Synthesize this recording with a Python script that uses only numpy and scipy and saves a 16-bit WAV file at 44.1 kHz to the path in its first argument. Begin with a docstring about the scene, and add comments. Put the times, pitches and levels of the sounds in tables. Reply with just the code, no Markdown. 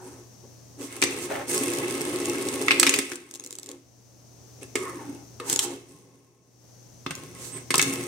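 """Two fidget spinners on a small table in a quiet room, over mains hum and faint hiss.
A brief whir dies, fingers brush the plastic, a knock follows and an arm drags as a spinner is wound back.
From 1.5 s it whirs, balls rolling in their race; near 2.8 s the two clash: steel bearings click, plastic
arms clack, the tabletop drums. The loose bearing rattles to rest. From 4.7 s come groaning skids and
short spins; at 7.5 s a dry bearing squeals, then a last clash and whir sound at the table's corner."""
import sys
import numpy as np
from scipy import signal
from scipy.fft import rfft, irfft
from scipy.io import wavfile
from scipy.ndimage import uniform_filter1d

SR = 44100
rng = np.random.default_rng(int(sys.argv[2]) if len(sys.argv) > 2 else 0)


def to_wav(sig):
    """Store sig (one row per channel, or 1-D mono) as 16-bit WAV at the path in sys.argv[1].

    Samples outside -1..1 are clipped; the rate is SR.
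    """
    pcm = np.clip(np.atleast_2d(sig), -1, 1) * 32767
    pcm = np.round(pcm).astype(np.int16)
    wavfile.write(sys.argv[1], SR, pcm.T)  # frames by channels


N = 355887
TIME = np.arange(N) / SR
CORNER_S = 5.9  # play moves to the table's corner


def amp(db):
    """Decibels to gain."""
    return 10 ** (np.asarray(db) / 20)


def unit_rms(x):
    """Scales to rms 1."""
    return x / np.sqrt(np.mean(x ** 2) + 1e-20)


def unit_energy(x):
    """Scales a stereo sound to a mean energy of 1 per side."""
    return x / np.sqrt(np.sum(x ** 2) / 2)


def at_hz(points, hz):
    """Interpolates a table along log frequency."""
    f, value = np.transpose(points)
    return np.interp(np.log(hz + 1), np.log(f + 1), value)


def add(mix, start_s, sound):
    """Mixes a stereo sound in."""
    part = mix[:, round(start_s * SR):][:, :sound.shape[1]]
    part += sound[:, :part.shape[1]]


def response(colour, modes=(), tilt_db_per_oct=0, size=8192):
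    """Minimum-phase impulse response of a part with a broad colour and resonances."""
    hz = abs(np.fft.fftfreq(size, 1 / SR))
    db = at_hz(colour, hz) + sum(lift / (1 + (2 * (hz - f) / width) ** 2) for f, width, lift in modes)
    db += tilt_db_per_oct * np.log2(np.maximum(hz, 600))
    spectrum = np.exp(signal.hilbert(np.log(amp(db))).conj())
    impulse = np.fft.ifft(spectrum).real
    return impulse[None, :size // 2] / np.linalg.norm(impulse)


def through(x, impulse):
    """Convolves a stereo signal, keeping its length."""
    return signal.oaconvolve(x, impulse, axes=1)[:, :x.shape[1]]


def noise(alike, size=N):
    """White stereo noise with a given left-right correlation."""
    a, b = rng.standard_normal((2, size))
    return np.array([a, alike * a + np.sqrt(1 - alike ** 2) * b])


def pan(right_db):
    """Channel gains for a sound louder on the right."""
    return amp([[-right_db / 2], [right_db / 2]])


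def drift(hz):
    """Random wander up to a rate, rms 1."""
    rolloff = 1 + (np.fft.rfftfreq(N, 1 / SR) / hz) ** 4
    return unit_rms(irfft(rfft(rng.standard_normal(N)) / rolloff, N))


def envelope(*spells):
    """Smoothed gain from tables of (s, dB), silent outside them."""
    gain = np.zeros(N)
    for rows in spells:
        s, db = np.transpose(rows)
        gain += amp(np.interp(TIME, s, db)) * (TIME >= s[0]) * (TIME <= s[-1])
    return uniform_filter1d(gain, size=400)


def swell(middle_s, length_s):
    """Gaussian rise and fall of a short hand movement."""
    return np.exp(-(2 * (TIME - middle_s) / length_s) ** 2)


def impacts(per_s, spread_db, alike):
    """Random impulses of uneven size."""
    sizes = amp(spread_db * np.minimum(rng.exponential(1, N), 3.5))
    return sizes * (rng.random(N) < per_s / SR) * np.sign(noise(alike))


def noise_band(hz, width_hz):
    """Narrow noise that follows a pitch curve."""
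    lowpass = signal.butter(2, width_hz / 2, fs=SR, output="sos")
    baseband = signal.sosfilt(lowpass, noise(alike=0.77) + 1j * noise(alike=0.43))
    return unit_rms((baseband * np.exp(2j * np.pi * np.cumsum(hz) / SR)).real)


# Still air. Each row: frequency in Hz, relative level in dB.
AIR_COLOUR = [(15, -74.5), (25, -26.5), (87, -7.5), (120, -13), (235, -12), (639, -19), (1440, -32),
              (3510, -34.5), (5900, -27), (7500, -35), (15900, -37.5)]
# The background sinks after the loud clashes. Each row: time in seconds, level in dB.
BACKGROUND_LEVEL = [(0, -54.5), (2.7, -52), (3.05, -72.5), (3.8, -61.5), (4.6, -52.5), (5.5, -53),
                    (5.7, -56.5), (6.4, -69), (6.7, -56), (8.07, -48.5)]


def background(hum_hz=120):
    """Soft rumble and hiss with a mains hum."""
    air = amp(1) * unit_rms(through(noise(alike=0.3), response(AIR_COLOUR)))
    hum = unit_rms(np.sin(2 * np.pi * hum_hz * TIME + 0.1 * drift(4.3))) * pan(right_db=-1)
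    return (air + hum) * envelope(BACKGROUND_LEVEL)


# Free spins. Each row: start and stop in seconds, rumble in dB, run-down in dB per second,
# rattle offset in dB, extra rattle at launch in dB.
SPINS = [(0, 0.194, -47, 25, -6, 12.5), (1.466, 2.97, -31, 1, 0.5, 13), (2.99, 3.71, -56, 2, 3.5, 13),
         (4.743, 5.165, -42.5, 18.5, -1.5, 8), (5.594, 5.729, -38, 15, -3, 2),
         (5.856, 6.559, -53.5, 24, -5, 10), (7.813, 8.07, -33.5, 27, 3.5, 5)]
# Fingers shift a spinner. Each row: middle and length in seconds, rumble in dB, rattle offset in dB.
NUDGES = [(0.447, 0.028, -47.5, -25), (0.824, 0.057, -35.5, -4.5), (0.926, 0.11, -49.5, 8.5),
          (1.102, 0.26, -40, 3.5), (1.3, 0.35, -41.5, 3.5), (3.124, 0.036, -43, 6.5),
          (3.717, 0.078, -46.5, -8), (4.629, 0.028, -40, 0.5), (5.515, 0.11, -38.5, 3.5),
          (7.216, 0.17, -47, 2.5), (7.407, 0.15, -48, 4.5), (7.565, 0.09, -44.5, 5)]


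def spin_gains(spin_up_s=0.054, settle_s=0.17, stop_db_per_s=174.5, arm_share=0.18):
    """Gains of top, arms and race: a spin starts rattling, settles, runs down, stops; a nudge swells."""
    gains = np.zeros((3, N))
    for start, stop, db, run_down, rattle_db, launch_db in SPINS:
        age = np.maximum(TIME - start, 0)
        loss_db = run_down * age + stop_db_per_s * np.maximum(TIME - stop, 0)
        rumble = np.minimum(age / spin_up_s, 1) * amp(db - loss_db)
        shake_db = launch_db * np.exp(-(age / settle_s) ** 2)
        rattle = rumble * amp(rattle_db)
        gains += [rumble, rattle * amp(arm_share * shake_db), rattle * amp(shake_db)]
    for middle, length, db, rattle_db in NUDGES:
        gains += amp([[db], [db + rattle_db], [db + rattle_db]]) * swell(middle, length)
    return gains


def ball_pings(colour, modes, per_s, spread_db):
    """Each ball strike rings one mode of a part, so the resonances flutter independently."""
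    out, t = np.zeros((2, N)), TIME[None, :2048]
    for hz, width, lift in modes:
        mode = np.exp(-np.pi * width * t) * np.sin(2 * np.pi * hz * t)
        pings = unit_rms(through(impacts(per_s, spread_db, alike=0.3), mode))
        out += amp(at_hz(colour, hz) + lift) * np.sqrt(width) * pings
    return unit_rms(out)


# Colours of tabletop, arms and bearing race. Each row: frequency in Hz, relative level in dB.
TOP_COLOUR = [(60, -31), (130, -14.5), (215, -17), (260, -2), (420, -5.5), (620, -17.5), (1100, -22),
              (2000, -45)]
PLASTIC_COLOUR = [(300, -31), (800, -9), (1650, -5.5), (2250, -2), (2900, -0.5), (3500, -1), (5200, -8),
                  (9000, -41)]
RACE_COLOUR = [(1500, -33), (4200, -12), (7300, -9.5), (8900, -6), (11800, -12), (15500, -16)]
# Resonances; the top gains the corner's over its leg. Each row: frequency and width in Hz, lift in dB.
TOP_MODES = [(280, 26, 6), (352, 16, 7), (406, 19, 8.5), (487, 14, 9), (540, 20, 6), (855, 40, 5),
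             (1100, 40, 7)]
CORNER_MODES = [(163.2, 110, 12.5), (317, 80, -6.5), (1055, 51, 16)]
PLASTIC_MODES = [(1070, 60, 7), (1285, 36, 9), (1660, 45, 6), (2000, 70, 4), (2160, 70, 7), (2640, 70, 6)]
STEEL_MODES = [(5400, 320, 1.3), (7720, 160, 3.6), (8570, 400, 3), (9560, 930, 3.3)]


def whir(top, corner, plastic, race, turns_hz=17, wobble_db=1.93, flaws_per_s=1100, snap_s=0.00039):
    """Balls rumble round the race and snap over its flaws; unbalanced arms press harder once a turn."""
    turns = np.cumsum(turns_hz * (1 + 0.12 * drift(2.6))) / SR
    load = amp(wobble_db * np.sin(2 * np.pi * turns) + 0.5 * drift(11))
    flaws = amp(7 * np.minimum(rng.exponential(1, N), 4.5)) * (rng.random(N) < flaws_per_s / SR)
    snap_power = signal.lfilter([1], [1, -np.exp(-1 / (snap_s * SR))], flaws ** 2)
    rolling = unit_rms(load * (0.5 + unit_rms(np.sqrt(snap_power))))
    rumble = load * noise(alike=0.97)
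    at_corner = TIME >= CORNER_S
    drone = unit_rms(through(rumble * ~at_corner, top) + through(rumble * at_corner, corner))
    arm_pings = amp(-3.5) * load * ball_pings(PLASTIC_COLOUR, PLASTIC_MODES, per_s=140, spread_db=5.5)
    race_pings = amp(-7) * load * ball_pings(RACE_COLOUR, STEEL_MODES, per_s=120, spread_db=3.5)
    grit = 0.18 * unit_rms(through(impacts(per_s=50, spread_db=3, alike=0.3), race))
    arm_noise = unit_rms(through(np.sqrt(rolling) * noise(alike=0.11), plastic))
    race_noise = unit_rms(through(rolling * noise(alike=0.079), race))
    buzz = amp(-8) * unit_rms(arm_noise + arm_pings)
    fizz = amp(-10) * unit_rms(race_noise + race_pings + grit) * pan(right_db=5)
    top_gain, arm_gain, race_gain = spin_gains()
    return top_gain * drone + arm_gain * buzz + race_gain * fizz


# Slides over the grained top, one list per skid.
# Each row: time in seconds, rasp level in dB, rasp pitch in Hz, groan level in dB, groan pitch in Hz.
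SKIDS = [
    [(0, -50.5, 878, -49, 376), (0.25, -66, 957, -63, 380)],
    [(4.755, -48, 1232, -34, 388), (4.815, -46, 1130, -33.5, 376), (4.87, -37, 1138, -45, 515.6),
     (4.93, -46.5, 1146, -41, 543), (4.965, -49.5, 1088, -42, 285.3), (5.005, -48, 900, -42.5, 328.6),
     (5.12, -56, 831, -37.5, 276), (5.24, -60.5, 839, -51, 284.5)],
    [(5.40, -46.5, 1203, -44.5, 540), (5.46, -47.5, 904, -44, 397), (5.7, -47, 836, -54.5, 388),
     (5.8, -68.5, 777, -53, 331)],
]


def skids(width_hz=230, waver=0.0363, shake_db=7):
    """The cap sticks and slips in a wavering hollow groan, under a rasp that falls as it slows."""
    s, _, rasp_hz, _, groan_hz = np.concatenate(SKIDS).T
    rasp_hz, groan_hz = np.interp(TIME, s, rasp_hz), np.interp(TIME, s, groan_hz)
    rasp = noise_band(rasp_hz, width_hz) + amp(-7) * noise_band(1.7 * rasp_hz, 2 * width_hz)
    cycles = np.cumsum(groan_hz * (1 + waver * drift(34.2))) / SR
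    slips = np.sin(2 * np.pi * cycles) * amp(shake_db * drift(33))
    groan = unit_rms(slips) + 0.29 * noise_band(groan_hz, width_hz)
    rasp_gain = envelope(*(np.array(skid)[:, [0, 1]] for skid in SKIDS))
    groan_gain = envelope(*(np.array(skid)[:, [0, 3]] for skid in SKIDS))
    return unit_rms(rasp) * rasp_gain + unit_rms(groan) * groan_gain


# Skin on plastic. Each row: frequency in Hz, relative level in dB.
SKIN_COLOUR = [(3000, -4.5), (7800, 4), (15500, -9)]
# Brushes and flicks. Each row: middle in seconds, length in seconds, level in dB.
FINGER_RUBS = [(0.84, 0.082, -46), (1.234, 0.058, -40.5), (5.517, 0.084, -33.5), (5.635, 0.036, -31.5),
               (7.455, 0.13, -44.5)]


def finger_rubs():
    """A fingertip slides over plastic: a smooth, high swish."""
    pressure = sum(amp(db) * swell(middle, length) for middle, length, db in FINGER_RUBS)
    return pressure * unit_rms(through(noise(alike=0), response(SKIN_COLOUR))) * pan(right_db=9.5)


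def spot_response(colour, modes):
    """The spot that is hit favours some modes over others and shifts them a little."""
    varied = [(hz * rng.uniform(0.98, 1.02), width, lift * rng.uniform(0.55, 1.25))
              for hz, width, lift in modes]
    return response(colour, varied)


def strike(part, t60_s, alike, rise_s=0.002, size=6000):
    """One contact: the surfaces chatter for a moment and the part rings on."""
    t = np.arange(size) / SR
    shape = (1 - np.exp(-t / rise_s)) * np.exp(-np.log(1000) * t / max(t60_s, 0.002))
    chatter = np.tanh(2 * noise(alike, size)) * shape
    return unit_energy(through(chatter, part))


def chime(modes, t60_s, size=6000):
    """Free ringing of modes (Hz, dB); each reaches the two sides in its own phase."""
    t = np.arange(size) / SR
    tones = sum(amp(db) * np.sin(2 * np.pi * (hz * t + rng.random() + rng.uniform(0, 0.54, (2, 1))))
                for hz, db in modes)
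    shape = (1 - np.exp(-t / 0.0003)) * np.exp(-np.log(1000) * t / t60_s)
    return unit_energy(tones * shape)


# Struck steel. Each row: frequency in Hz, relative level in dB.
STEEL_COLOUR = [(1500, -43), (3500, -7), (5500, -7), (8200, -6.5), (10000, -9.5), (15500, -17.5)]
# A spinner is touched, flicked or wobbles to rest. Each row: start in seconds, relative level in dB.
BEARING_TICKS = [(1.017, -9), (1.607, -34), (2.2561, -15), (2.297, -15.5), (2.4867, -14), (2.812, -24),
                 (2.9602, -12), (3.1562, -21), (3.3107, -26.5), (3.3389, -23.5), (3.3492, -26),
                 (3.356, -24), (3.397, -25.5), (3.4385, -25.5), (3.4462, -27), (3.4621, -22.5),
                 (3.507, -22.5), (3.5264, -22.5), (3.553, -26), (3.5855, -22), (3.6307, -24.5),
                 (3.6604, -27.5), (3.6892, -23), (3.7145, -25.5), (5.4978, -6.5), (5.528, -6), (5.56, -6.5),
                 (7.152, -22), (7.715, -17), (7.754, -10), (7.756, -6), (7.815, -4.5)]


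def bearing_ticks(top, plastic, ring_range_hz=(6440, 8300)):
    """The loose bearing drops across its play, rings and rebounds, barely moving the top."""
    out = np.zeros((2, N))
    for s, db in BEARING_TICKS:
        click = strike(spot_response(STEEL_COLOUR, STEEL_MODES), t60_s=0.011, alike=0.25, rise_s=0.001)
        steel = click + 0.55 * chime([(rng.uniform(*ring_range_hz), 0)], t60_s=0.012)
        clack = strike(plastic, t60_s=0.014, alike=0.25)
        thud = strike(top, t60_s=0.021, alike=1)
        add(out, s, amp(db) * (amp(6) * steel + amp(-5.5) * clack + amp(-4.5) * thud))
        rebound_s = s + rng.uniform(0.005, 0.011)
        add(out, rebound_s, amp(db - rng.uniform(0, 10)) * steel)
    return out * pan(right_db=2.5)


# Knocks and clashes. Each row: start in seconds, relative levels of steel, plastic and tabletop in dB,
# clack pitch in Hz, steel ring pitch in Hz.
KNOCKS = [(1.0238, -16.5, -15, -25, 2375, 7300), (1.037, -14, -22.5, -22.5, 1920, 6100),
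          (2.6819, -25, -14.5, -32, 2090, 7040), (2.707, -27, -12.5, -45, 2390, 4660),
          (2.7147, -20.5, -14.5, -45, 2630, 8040), (2.7976, -5, -23, -36, 2060, 8000),
          (2.8296, -10.5, -13.5, -46.5, 2510, 4780), (2.866, -14, -15, -50.5, 2260, 5150),
          (2.8716, -17, -16, -22, 2380, 5460), (2.893, -10.5, -22, -34, 2690, 6900),
          (2.939, -14.5, -18, -31, 2500, 4760), (2.9878, -15, -21.5, -24.5, 2100, 9120),
          (3.1171, -30, -33, -35, 1580, 6100), (4.7551, -19.5, -23.5, -26, 2160, 7560),
          (5.3991, -36.5, -34.5, -35.5, 1240, 8244), (5.5913, -11, -26, -46, 3120, 7300),
          (7.0627, -39, -28, -28.5, 1220, 4900), (7.1076, -29.5, -29.5, -34, 1540, 8750),
          (7.705, -18.5, -18, -26.5, 2090, 8500), (7.7411, -14.5, -17, -27, 1053, 4980),
          (7.78, -10.5, -34, -25.5, 1720, 8530), (7.794, -18, -13.5, -28.5, 2240, 8000),
          (7.825, -12, -26, -30, 2030, 7700)]


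def knocks(top, corner, clack_width_hz=900, clack_lift_db=8):
    """A blow rings the steel, clacks the plastic and drums the top; the spot hit sets the pitches."""
    out = np.zeros((2, N))
    for s, steel_db, plastic_db, top_db, clack_hz, ring_hz in KNOCKS:
        t60_s = 0.016 * 2 ** min(-max(steel_db, plastic_db) / 14, 1.6)  # weak blows chatter longer
        steel = spot_response(STEEL_COLOUR, STEEL_MODES)
        arm = spot_response(PLASTIC_COLOUR, PLASTIC_MODES + [(clack_hz, clack_width_hz, clack_lift_db)])
        snap = strike(steel, t60_s=0.008, alike=0.2, rise_s=0.0004)
        steel_ring = 0.8 * chime([(ring_hz, 0)], t60_s=0.018)
        arm_modes = [(hz, at_hz(PLASTIC_COLOUR, hz) + lift + 4 * rng.standard_normal())
                     for hz, _, lift in PLASTIC_MODES]
        arm_ring = chime(arm_modes + [(clack_hz, 14)], t60_s=0.022)
        click = amp(steel_db + 11.5) * (snap + steel_ring + strike(steel, t60_s, alike=0.62))
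        clack = amp(plastic_db + 20.5) * (arm_ring + 1.03 * strike(arm, t60_s, alike=0.31, rise_s=0.0011))
        thud = amp(top_db + 24) * strike(corner if s > CORNER_S else top, t60_s / 4, alike=0.87)
        add(out, s, click * pan(right_db=5.5) + clack + thud)
    return out


# Plastic on the top. Each row: frequency in Hz, relative level in dB.
DRAG_COLOUR = [(250, -16), (540, 1), (760, 0.5), (1050, -9.5), (1900, -9.5), (6000, -33)]
# The spinner is wound back. Each row: time in seconds, level in dB.
DRAG_LEVEL = [(1.285, -55), (1.305, -30.5), (1.415, -35.5), (1.45, -46)]


def arm_drag():
    """An arm scrapes over the grain in quick, uneven slips."""
    slips = impacts(per_s=900, spread_db=1, alike=0.59)
    return unit_rms(through(slips, response(DRAG_COLOUR))) * envelope(DRAG_LEVEL)


# The spinner is turned by hand. Each row: time in seconds, level in dB.
SQUEAL_LEVEL = [(7.519, -44.5), (7.575, -45), (7.615, -69)]


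def bearing_squeal(pitch_hz=8300, width_hz=480):
    """Dry steel slips in the bearing: a thin, unsteady whistle."""
    return noise_band(np.full(N, pitch_hz), width_hz) * envelope(SQUEAL_LEVEL) * pan(right_db=11)


# Room decay. Each row: frequency in Hz, T60 in seconds.
ROOM_T60 = [(150, 0.82), (400, 0.33), (2500, 0.53), (8000, 0.33), (15000, 0.18)]


def room(x, tail_db=-8, early_db=-13, echo_count=10):
    """Adds a few near reflections and a diffuse tail that dies fastest in the high treble."""
    hz, t, spectra = signal.stft(noise(alike=0, size=SR), SR, nperseg=256)
    decay = np.exp(-np.log(1000) * t / at_hz(ROOM_T60, hz)[:, None]) * (1 - np.exp(-t / 0.00042))
    spectra[1, hz < 600] = spectra[0, hz < 600]  # long waves reach both sides alike
    tail = signal.istft(spectra * decay, SR, nperseg=256)[1]
    tail *= amp(tail_db) / np.linalg.norm(tail[0])
    delays = (rng.uniform(0.0026, 0.02, echo_count) * SR).astype(int)
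    echoes = amp(early_db) * rng.choice([-1, 1], echo_count) / np.sqrt(echo_count)
    for side in tail:
        side[delays + rng.integers(0, 10, echo_count)] += echoes
    return x + through(x, tail)


def scene():
    """Spinners on the table, in the room."""
    top = response(TOP_COLOUR, TOP_MODES)
    corner = response(TOP_COLOUR, TOP_MODES + CORNER_MODES)
    plastic = response(PLASTIC_COLOUR, PLASTIC_MODES, tilt_db_per_oct=-4)
    race = response(RACE_COLOUR, STEEL_MODES)
    play = knocks(top, corner) + whir(top, corner, plastic, race)
    play += skids() + arm_drag() + finger_rubs() + bearing_squeal()
    half_ticks = 0.5 * bearing_ticks(top, plastic)  # heard directly, so half bypasses the room
    return room(play + half_ticks) + half_ticks + background()


# Microphone ports, left then right. Each row: resonance in Hz, width in Hz, lift in dB.
MIC_PORTS = [(6280, 1100, 11.5), (8190, 1100, 4.5)]


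def record(dry, low_cut_hz=48, band_limit_hz=15900):
    """Each port resonates, deep bass is cut, the hardest clashes clip and the band is limited."""
    ported = [side + (amp(lift_db) - 1) * signal.lfilter(*signal.iirpeak(hz, hz / width, SR), side)
              for side, (hz, width, lift_db) in zip(dry, MIC_PORTS)]
    thinned = signal.sosfilt(signal.butter(2, low_cut_hz, "high", fs=SR, output="sos"), ported)
    lowpass = signal.firwin(301, band_limit_hz, window=("kaiser", 7), fs=SR)
    return signal.oaconvolve(np.clip(thinned, -1, 1), lowpass[None], "same", axes=1)


dry = scene()
out = record(dry)
to_wav(out)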